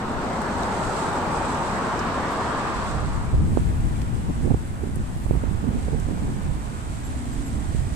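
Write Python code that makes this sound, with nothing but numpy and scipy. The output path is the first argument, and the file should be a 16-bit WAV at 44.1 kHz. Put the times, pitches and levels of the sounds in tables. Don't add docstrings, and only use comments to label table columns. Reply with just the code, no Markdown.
import sys
import numpy as np
from scipy import signal
from scipy.fft import rfft, irfft, next_fast_len
from scipy.io import wavfile
from scipy.ndimage import uniform_filter1d, map_coordinates

SR = 44100
rng = np.random.default_rng(int(sys.argv[2]) if len(sys.argv) > 2 else 0)


def inscribe(sig):
    pcm = np.round(np.clip(np.atleast_2d(sig).T, -1, 1) * 32767)
    wavfile.write(sys.argv[1], SR, pcm.astype(np.int16))


N = 350595

# (closest at [s], engine [dB], tyre roar [dB], tyre sizzle [dB], tread song [dB],
# song pitch [Hz], song width [Hz], song's time to half power [s])
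PASS_BYS = [(0.719, -32.5, -31.5, -36.5, -39, 893, 259.4, 0.21),
            (1.35, -33, -31, -42.5, -34.5, 894, 129.9, 0.19),
            (2.42, -34.5, -31, -32.5, -32.5, 1071, 339.5, .4)]
# (frequency [Hz], relative level [dB])
ENGINE_EQ = [(18, -21), (35, -24), (60, -9), (110, -7.5), (220, 0), (310, -4.5), (400, -5), (550, -8.5),
             (900, -25), (2000, -48.5)]
ROAR_EQ = [(200, -12), (450, -9), (620, -4), (780, -2), (900, -1.5), (1150, -6), (1400, -8.5), (1900, -29),
           (3000, -56)]
SIZZLE_EQ = [(600, -32), (1100, 2.5), (1450, 0.5), (1750, -2), (2100, -7.5), (2900, -13.5), (4000, -17),
             (5500, -20.5), (7000, -27.5), (9000, -53)]
# (frequency [Hz], left minus right [dB])
BODY_SHADOW = [(200, -0.5), (500, 1), (1200, 1.5), (1600, -0.5), (2300, -4), (3100, -1.5), (4000, 4.5),
               (5500, -0.5)]
# (time [s], buffet level [dB], left minus right [dB])
BREEZE_BED = [(2.65, -35.5, 3), (2.92, -29, 1.5), (3.25, -24.5, 4), (3.45, -21.5, 2.5), (3.75, -23.5, 1),
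              (4.15, -25.5, 1.5), (4.7, -28, -1), (5.1, -29, 3.5), (5.5, -28, -3), (6.4, -25.5, -4.5),
              (6.8, -29.5, -4), (7.05, -29, -2), (7.95, -27, -5)]
# (peak time [s], length [s], buffet level [dB], eddy level [dB], left minus right [dB])
GUST_CUES = [(2.99, 0.24, -28, -40, -13), (3.346, 0.026, -19, -26.5, -7), (3.41, 0.059, -20, -26.5, -2),
             (3.56, 0.1, -29, -31, -12), (3.657, 0.056, -31, -41, -8), (3.863, 0.032, -21, -37, 6),
             (3.957, 0.028, -28, -37, 14), (4.14, 0.023, -23, -45, 14), (4.301, 0.025, -20.5, -26, 9),
             (4.453, 0.07, -26, -25, -24), (4.86, 0.071, -25, -31.5, -22), (5.0, 0.043, -34, -34, -14),
             (5.335, 0.062, -28, -31, -24), (5.527, 0.09, -24.5, -32.5, -18), (5.672, 0.066, -37, -24, -15),
             (5.766, 0.031, -32, -25.5, -16), (5.833, 0.043, -30, -34, -12), (5.945, .06, -28, -30, -22),
             (6.124, 0.077, -32, -28, -7), (6.265, 0.08, -28, -25.5, 0.5), (6.37, 0.045, -36, -29.5, -16),
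             (6.49, 0.041, -27.5, -33, -20), (7.403, 0.042, -28, -33, -15), (7.574, 0.047, -25, -31, -15)]
# (frequency [Hz], relative level [dB])
BUFFET_EQ = [(12, -8.5), (25, -7), (58, 0.8), (90, -4.5), (140, -7.5), (220, -16), (330, -24), (600, -73),
             (1500, -90)]
EDDY_EQ = [(50, -4), (130, -3), (230, 0.5), (300, -6.5), (400, -12), (560, -21), (900, -30.5), (2000, -76)]
# (time [s], level [dB], width [s], push or suction [+1 or -1],
# left minus right [dB])
POP_CUES = [(3.031, -15, .0007, 1, -25), (3.049, -17, 0.00076, 1, -25), (3.179, -12.5, 0.0014, 1, 25),
            (3.5736, -2.3, 0.00054, 1, -38), (3.5837, -12, 0.00087, -1, -25), (3.5988, -12, .0016, 1, -25),
            (3.802, -13, 0.0025, 1, -25), (4.456, -13.5, 0.0014, -1, -30), (4.4614, -12, .00095, 1, -30),
            (4.4745, -13, 0.0016, 1, -30), (4.505, -8, 0.00093, -1, -30), (4.5102, -6, 0.00097, -1, -30),
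            (4.5155, -5, .0013, 1, -32), (4.523, -12, 0.0012, 1, -30), (4.542, -8, 0.0016, -1, -32),
            (4.5451, -11, 0.00068, 1, -30), (4.5476, -8.5, 0.00097, 1, -30),
            (4.874, -16.5, 0.00095, 1, -25), (4.894, -16, .0016, 1, -25), (4.936, -18, 0.0018, 1, -25),
            (4.964, -16, 0.0013, 1, -25), (4.972, -13.5, 0.0015, 1, -25), (5.164, -16, 0.0011, 1, -25),
            (5.261, -11.5, .0018, 1, -25), (5.286, -15, 0.0033, -1, 0), (5.3106, -5.5, 0.00074, 1, -34),
            (5.314, -12, 0.0016, -1, -30), (5.337, -11.5, 0.0012, 1, -30), (5.352, -15, 0.00092, 1, -30),
            (5.3537, -13, 0.00086, -1, -30), (5.375, -11, .0026, 1, -30), (5.4376, -12.5, 0.00087, 1, -30),
            (5.642, -15, 0.00093, 1, -25), (5.8831, -13.5, 0.00067, -1, -30), (5.922, -14, 0.0011, 1, -30),
            (5.935, -17, .0008, 1, -30), (5.948, -13, 0.0017, 1, -30), (6.088, -15, 0.00081, 1, -14),
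            (6.29, -21, .0016, 1, -25), (7.749, -12.5, .0012, -1, -30)]
# (time [s], level [dB], pitch [Hz], length [s], left minus right [dB])
FLUTTER_CUES = [(4.299, -22, 331, 0.0031, 25), (4.451, -21, 357, .0077, -30), (4.477, -26, 444, .004, -30),
                (4.506, -20, 373, 0.0065, -30), (4.508, -30, 723, 0.0052, -30), (4.52, -27, 710, .003, -30),
                (4.838, -19, 369, 0.0057, -30), (5.2655, -23.5, 652, 0.0013, -30),
                (5.44, -24, 642, 0.0014, -30), (5.442, -19.5, 234, 0.0045, -30),
                (5.886, -21.5, 399, 0.0037, -30), (5.934, -20, 371, 0.0071, -30),
                (5.946, -22.5, 395, 0.0078, -30), (6.11, -26, 331, .007, -25)]
# (peak time [s], length [s], level [dB], pitch [Hz], width [Hz])
DRONE_CUES = [(0.248, 0.41, -36.5, 232.8, 69.9), (1.85, 0.64, -41, 145, 59.97),
              (2.2, 0.34, -37.5, 275.3, 100), (7.33, 0.39, -37, 258.5, 90.07),
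              (7.45, 0.97, -54.5, 700.6, 219.7), (7.8, .6, -58.5, 1933, 249)]
# (time [s], level [dB])
STREET_FADER = [(3.4, -40), (4.0, -39), (4.7, -42), (5.05, -42.5), (5.4, -39.5), (7.2, -41), (7.95, -40.5)]
# (frequency [Hz], relative level [dB])
STREET_EQ = [(25, -11), (60, -11), (150, 1), (300, 4.5), (500, 0), (750, 1.5), (950, 1), (1400, -3),
             (2000, -9), (3000, -15), (4200, -22), (6000, -24), (12000, -29.5)]
# (frequency [Hz], left-right correlation [0 wide to 1 mono])
ROAD_IMAGE = [(60, 1), (220, 1), (370, 0.92), (680, 0.66), (1300, 0.38), (2000, 0.13), (3400, 0.14),
              (4500, 0.081), (7000, .1)]
WIND_IMAGE = [(30, 0.34), (300, 0.3)]
STREET_IMAGE = [(60, .9), (300, 0.96), (800, 0.049), (1300, 0.7), (2200, 0.19), (4200, 0.15), (7000, .1)]
# (time [s], level [dB], left port trim [dB])
RUSTLE_FADER = [(0, -47.5, 2.5), (.55, -43, 2), (1.0, -37, -1.5), (1.25, -43.5, -3), (1.45, -38.5, -5),
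                (2.1, -44, -2), (2.35, -43.5, -7), (2.85, -42, 3), (3.3, -48.5, 2), (3.7, -47.5, 2),
                (4.3, -48, 1), (5.05, -50, 1.5), (5.5, -48.5, 0), (6.6, -46, -1), (7.0, -44.5, -1),
                (7.95, -44, -1)]
# (frequency [Hz], relative level [dB])
RIGHT_PORT_EQ = [(2000, -9), (4000, -9.5), (5500, -12.5), (6800, -7.5), (7500, -4), (8050, -0.5),
                 (8700, -7.5), (9600, -15.5), (11500, -25.5), (14300, -39.5)]
LEFT_ROAD_EQ = [(2000, -25), (3000, -14), (4000, -6.5), (5300, -13.5), (6800, -14), (8000, -21),
                (10500, -39), (14300, -36)]
LEFT_STREET_EQ = [(2000, -7), (4000, -12), (6500, -15), (8000, -11), (9400, -7.5), (10300, -14),
                  (11500, -18), (14300, -33)]
# (time [s], level [dB], centre [Hz], half width [Hz], 60 dB decay [s], left minus right [dB])
TICK_CUES = [(.417, -40, 8000, 2600, .03, -10), (.634, -34, 5400, 1800, .02, 7),
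             (1.992, -34.5, 5600, 2000, .05, -6), (2.315, -52, 11500, 1400, .14, -12),
             (4.017, -38, 5000, 5000, .025, 3), (4.957, -39, 9600, 2000, .032, 14),
             (5.999, -39, 7600, 2800, .025, -7)]
# (time [s], pitch [Hz], level before panning [dB])
CHIRP_CUES = [(7.03, 7400, -47), (7.31, 7420, -50), (7.442, 7350, -47)]
# (peak time [s], length [s], level before panning [dB])
HISS_CUES = [(3.547, 0.46, -63), (4.72, .25, -62), (5.263, .19, -56)]


def near_road(half_power_s=0.86, sweep_ms=0.15):
    power, song, bearing, weight = np.zeros((3, N)), np.zeros(N), np.zeros(N), np.zeros(N)
    for s, engine_db, roar_db, sizzle_db, song_db, tread_hz, width_hz, song_s in PASS_BYS:
        near = nearness(s, half_power_s)
        power += amp([[engine_db], [roar_db], [sizzle_db]]) ** 2 * near
        song += amp(song_db) * nearness(s, song_s) ** .5 * fuzzy_tone(tread_hz, width_hz)
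        angle = np.arctan((np.arange(N) / SR - s) / half_power_s)
        bearing += near ** 5 * np.sin(angle)
        weight += near ** 5
    engine_gain, roar_gain, sizzle_gain = np.sqrt(power)
    engines = engine_gain * noise_bed(ENGINE_EQ, ROAD_IMAGE, patchy_db=0.5, lag_ms=0.026)
    roar = roar_gain * noise_bed(ROAR_EQ, ROAD_IMAGE, patchy_db=1.0, lag_ms=0.019)
    sizzle = sizzle_gain * noise_bed(SIZZLE_EQ, ROAD_IMAGE, patchy_db=1.2, lag_ms=0.02)
    left, right = filtered(engines + roar + sizzle + song, lambda hz: panned(along(BODY_SHADOW, hz)))
    lag_samples = sweep_ms / 1000 * SR * bearing / weight
    left = map_coordinates(left, [np.arange(N) - lag_samples], mode="nearest")
    return (1 - crossfade()) * np.array([left, right])


def wind(breeze_eddies_db=-10.5):
    breeze_db, balance_db = curves(BREEZE_BED)
    breeze = amp(breeze_db) * panned(balance_db)
    buffet_power, eddy_power = breeze ** 2, np.zeros((2, N))
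    for s, length_s, buffet_db, eddy_db, side_db in GUST_CUES:
        gust = swell(s, length_s) * panned(side_db) ** 2
        buffet_power += amp(buffet_db) ** 2 * gust
        eddy_power += amp(eddy_db) ** 2 * gust
    lumps = lambda rate, depth_db: unit(amp(depth_db * np.array([wobble(rate), wobble(rate)])))
    buffet_gain = np.sqrt(buffet_power) * lumps(14, depth_db=1.4)
    buffets = buffet_gain * noise_bed(BUFFET_EQ, WIND_IMAGE, patchy_db=1.0)
    calm = amp(breeze_eddies_db) * breeze * lumps(40, depth_db=1.0)
    gusty = np.sqrt(eddy_power) * lumps(70, depth_db=2.0)
    eddies = np.hypot(calm, gusty) * noise_bed(EDDY_EQ, WIND_IMAGE, patchy_db=0.5)
    return buffets + eddies


def wind_pops():
    out, t = np.zeros((2, N)), np.arange(-SR // 50, SR // 50) / SR
    for s, db, width_s, direction, balance_db in POP_CUES:
        spike = 1 / (1 + (t / width_s) ** 2) ** 2
        lead_in = 0.14 * np.exp(-(t / (2 * width_s) + 1.45) ** 2)
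        rebound = 0.17 * np.exp(-(t / (2 * width_s) - 1.15) ** 2)
        pop = np.sign(direction) * (spike - lead_in - rebound)
        add(out, s + t[0], amp(db) * pop * panned(balance_db))
    return out


def wind_flutters(octave_db=-20):
    out, t = np.zeros((2, N)), np.arange(-SR // 40, SR // 40) / SR
    for s, db, hz, length_s, balance_db in FLUTTER_CUES:
        start_cycle = rng.random()
        pitch_hz = hz * (1 + 0.11 * wobble(419)[:len(t)])
        phase = 2 * np.pi * (start_cycle + np.cumsum(pitch_hz) / SR)
        flap = np.sin(phase) + amp(octave_db) * np.sin(2 * phase)
        envelope = .5 ** ((2 * t / length_s) ** 2)
        add(out, s + t[0], amp(db) * envelope * flap * panned(balance_db))
    return out


def vehicle_drones():
    return sum(amp(db) * swell(s, length_s) ** .5 * fuzzy_tone(hz, width_hz)
               for s, length_s, db, hz, width_hz in DRONE_CUES)


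def far_street():
    level_db = curves(STREET_FADER)[0] + 0.27 * wobble(2.66)
    hum = noise_bed(STREET_EQ, STREET_IMAGE, patchy_db=0.94, lag_ms=0.455)
    return crossfade() * amp(level_db) * hum


def rustle():
    grain = rng.standard_normal((2, N)) * unit(amp(1.04 * wobble(500) + 0.89 * wobble(25)))
    right = filtered(grain[1], lambda hz: amp(along(RIGHT_PORT_EQ, hz)))
    by_road = filtered(grain[0], lambda hz: amp(along(LEFT_ROAD_EQ, hz)))
    by_street = filtered(grain[0], lambda hz: amp(along(LEFT_STREET_EQ, hz)))
    blend = crossfade()
    level_db, left_trim_db = curves(RUSTLE_FADER)
    left = amp(left_trim_db) * ((1 - blend) * by_road + blend * by_street)
    return amp(level_db) * np.array([left, right]) / np.std(right)


def ticks():
    out, t = np.zeros((2, N)), np.arange(SR // 10) / SR
    hz = np.fft.rfftfreq(len(t), 1 / SR)
    for s, db, centre_hz, width_hz, t60, balance_db in TICK_CUES:
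        band = 1 / (1 + ((hz - centre_hz) / width_hz) ** 2)
        noise = rng.standard_normal((2, len(t)))
        burst = unit(irfft(rfft(noise) * band, len(t)))
        add(out, s, amp(db - 60 * t / t60) * burst * panned(balance_db))
    return out


def chirps():
    out, t = np.zeros(N), np.arange(SR // 18) / SR
    for s, hz, db in CHIRP_CUES:
        pitch_hz = hz * (1 + 0.0063 * wobble(340)[:len(t)])
        phase = 2 * np.pi * np.cumsum(pitch_hz) / SR
        squeak = np.sin(phase) + amp(-7) * np.sin(1.565 * phase)
        add(out, s, amp(db) * np.hanning(len(t)) * squeak)
    return out * amp([[-6], [3]])


def thin_hiss():
    eq = [(7000, -25), (9500, 5), (12000, -4), (14300, -6)]  # (frequency [Hz], relative level [dB])
    power = sum(amp(db) ** 2 * swell(s, length_s) for s, length_s, db in HISS_CUES)
    return np.sqrt(power) * noise_bed(eq, WIND_IMAGE, patchy_db=2) * panned(balance_db=16)


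def noise_bed(eq, image, patchy_db, lag_ms=0):
    spectra = signal.stft(rng.standard_normal((2, N)), nperseg=512)[2]
    patches = uniform_filter1d(rng.standard_normal(spectra.shape[1:]), size=5, axis=0)
    patches = uniform_filter1d(patches, size=16, axis=1)
    pair = signal.istft(spectra * amp(patchy_db * unit(patches)), nperseg=512)[1][:, :N]
    spread = lambda hz: np.arccos(np.clip(along(image, hz), -1, 1)) / 2
    mid, side = filtered(pair, lambda hz: amp(along(eq, hz)) * [np.cos(spread(hz)), np.sin(spread(hz))])
    delay = lambda hz: np.exp(-2j * np.pi * hz * lag_ms / 1000)
    return unit(np.array([filtered(mid + side, delay), mid - side]))


def fuzzy_tone(hz, width_hz):
    phase = 2 * np.pi * np.cumsum(hz * np.ones(N)) / SR
    return unit(wobble(width_hz) * np.cos(phase) + wobble(width_hz) * np.sin(phase))


def nearness(s, half_power_s):
    return 1 / (1 + ((np.arange(N) / SR - s) / half_power_s) ** 2)


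def swell(s, length_s):
    return .5 ** ((2 * (np.arange(N) / SR - s) / length_s) ** 2)


def crossfade(start_s=2.69, end_s=3.6):
    return np.interp(np.arange(N) / SR, (start_s, end_s), [0, 1])


def amp(db):
    return 10 ** (np.asarray(db) / 20)


def unit(x):
    return x / np.sqrt(np.mean(x ** 2) + 1e-20)


def along(points, hz):
    f, v = np.transpose(points)
    return np.interp(np.log(hz + 1), np.log(f + 1), v)


def curves(rows):
    s, *cols = np.transpose(rows)
    return [np.interp(np.arange(N) / SR, s, c) for c in cols]


def wobble(rate):
    return map_coordinates(rng.standard_normal(int(N * rate / SR) + 4), [np.arange(N) * rate / SR])


def filtered(x, response):
    m = next_fast_len(N + SR // 2)
    return irfft(rfft(x, m) * response(np.fft.rfftfreq(m, 1 / SR)), m)[..., :N]


def panned(balance_db):
    gains = amp(np.array([balance_db, -balance_db]) / 2).reshape(2, -1)
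    return gains / np.sqrt(np.mean(gains ** 2, axis=0))


def add(track, s, sound):
    part = track[..., round(s * SR):][..., :sound.shape[-1]]
    part += sound[..., :part.shape[-1]]


def scene():
    traffic = near_road() + far_street() + vehicle_drones()
    air = wind() + wind_pops() + wind_flutters()
    return traffic + air + rustle() + thin_hiss() + ticks() + chirps()


def record(dry, top_hz=14350):
    return filtered(dry, lambda hz: hz < top_hz)


dry = scene()
out = record(dry)
inscribe(out)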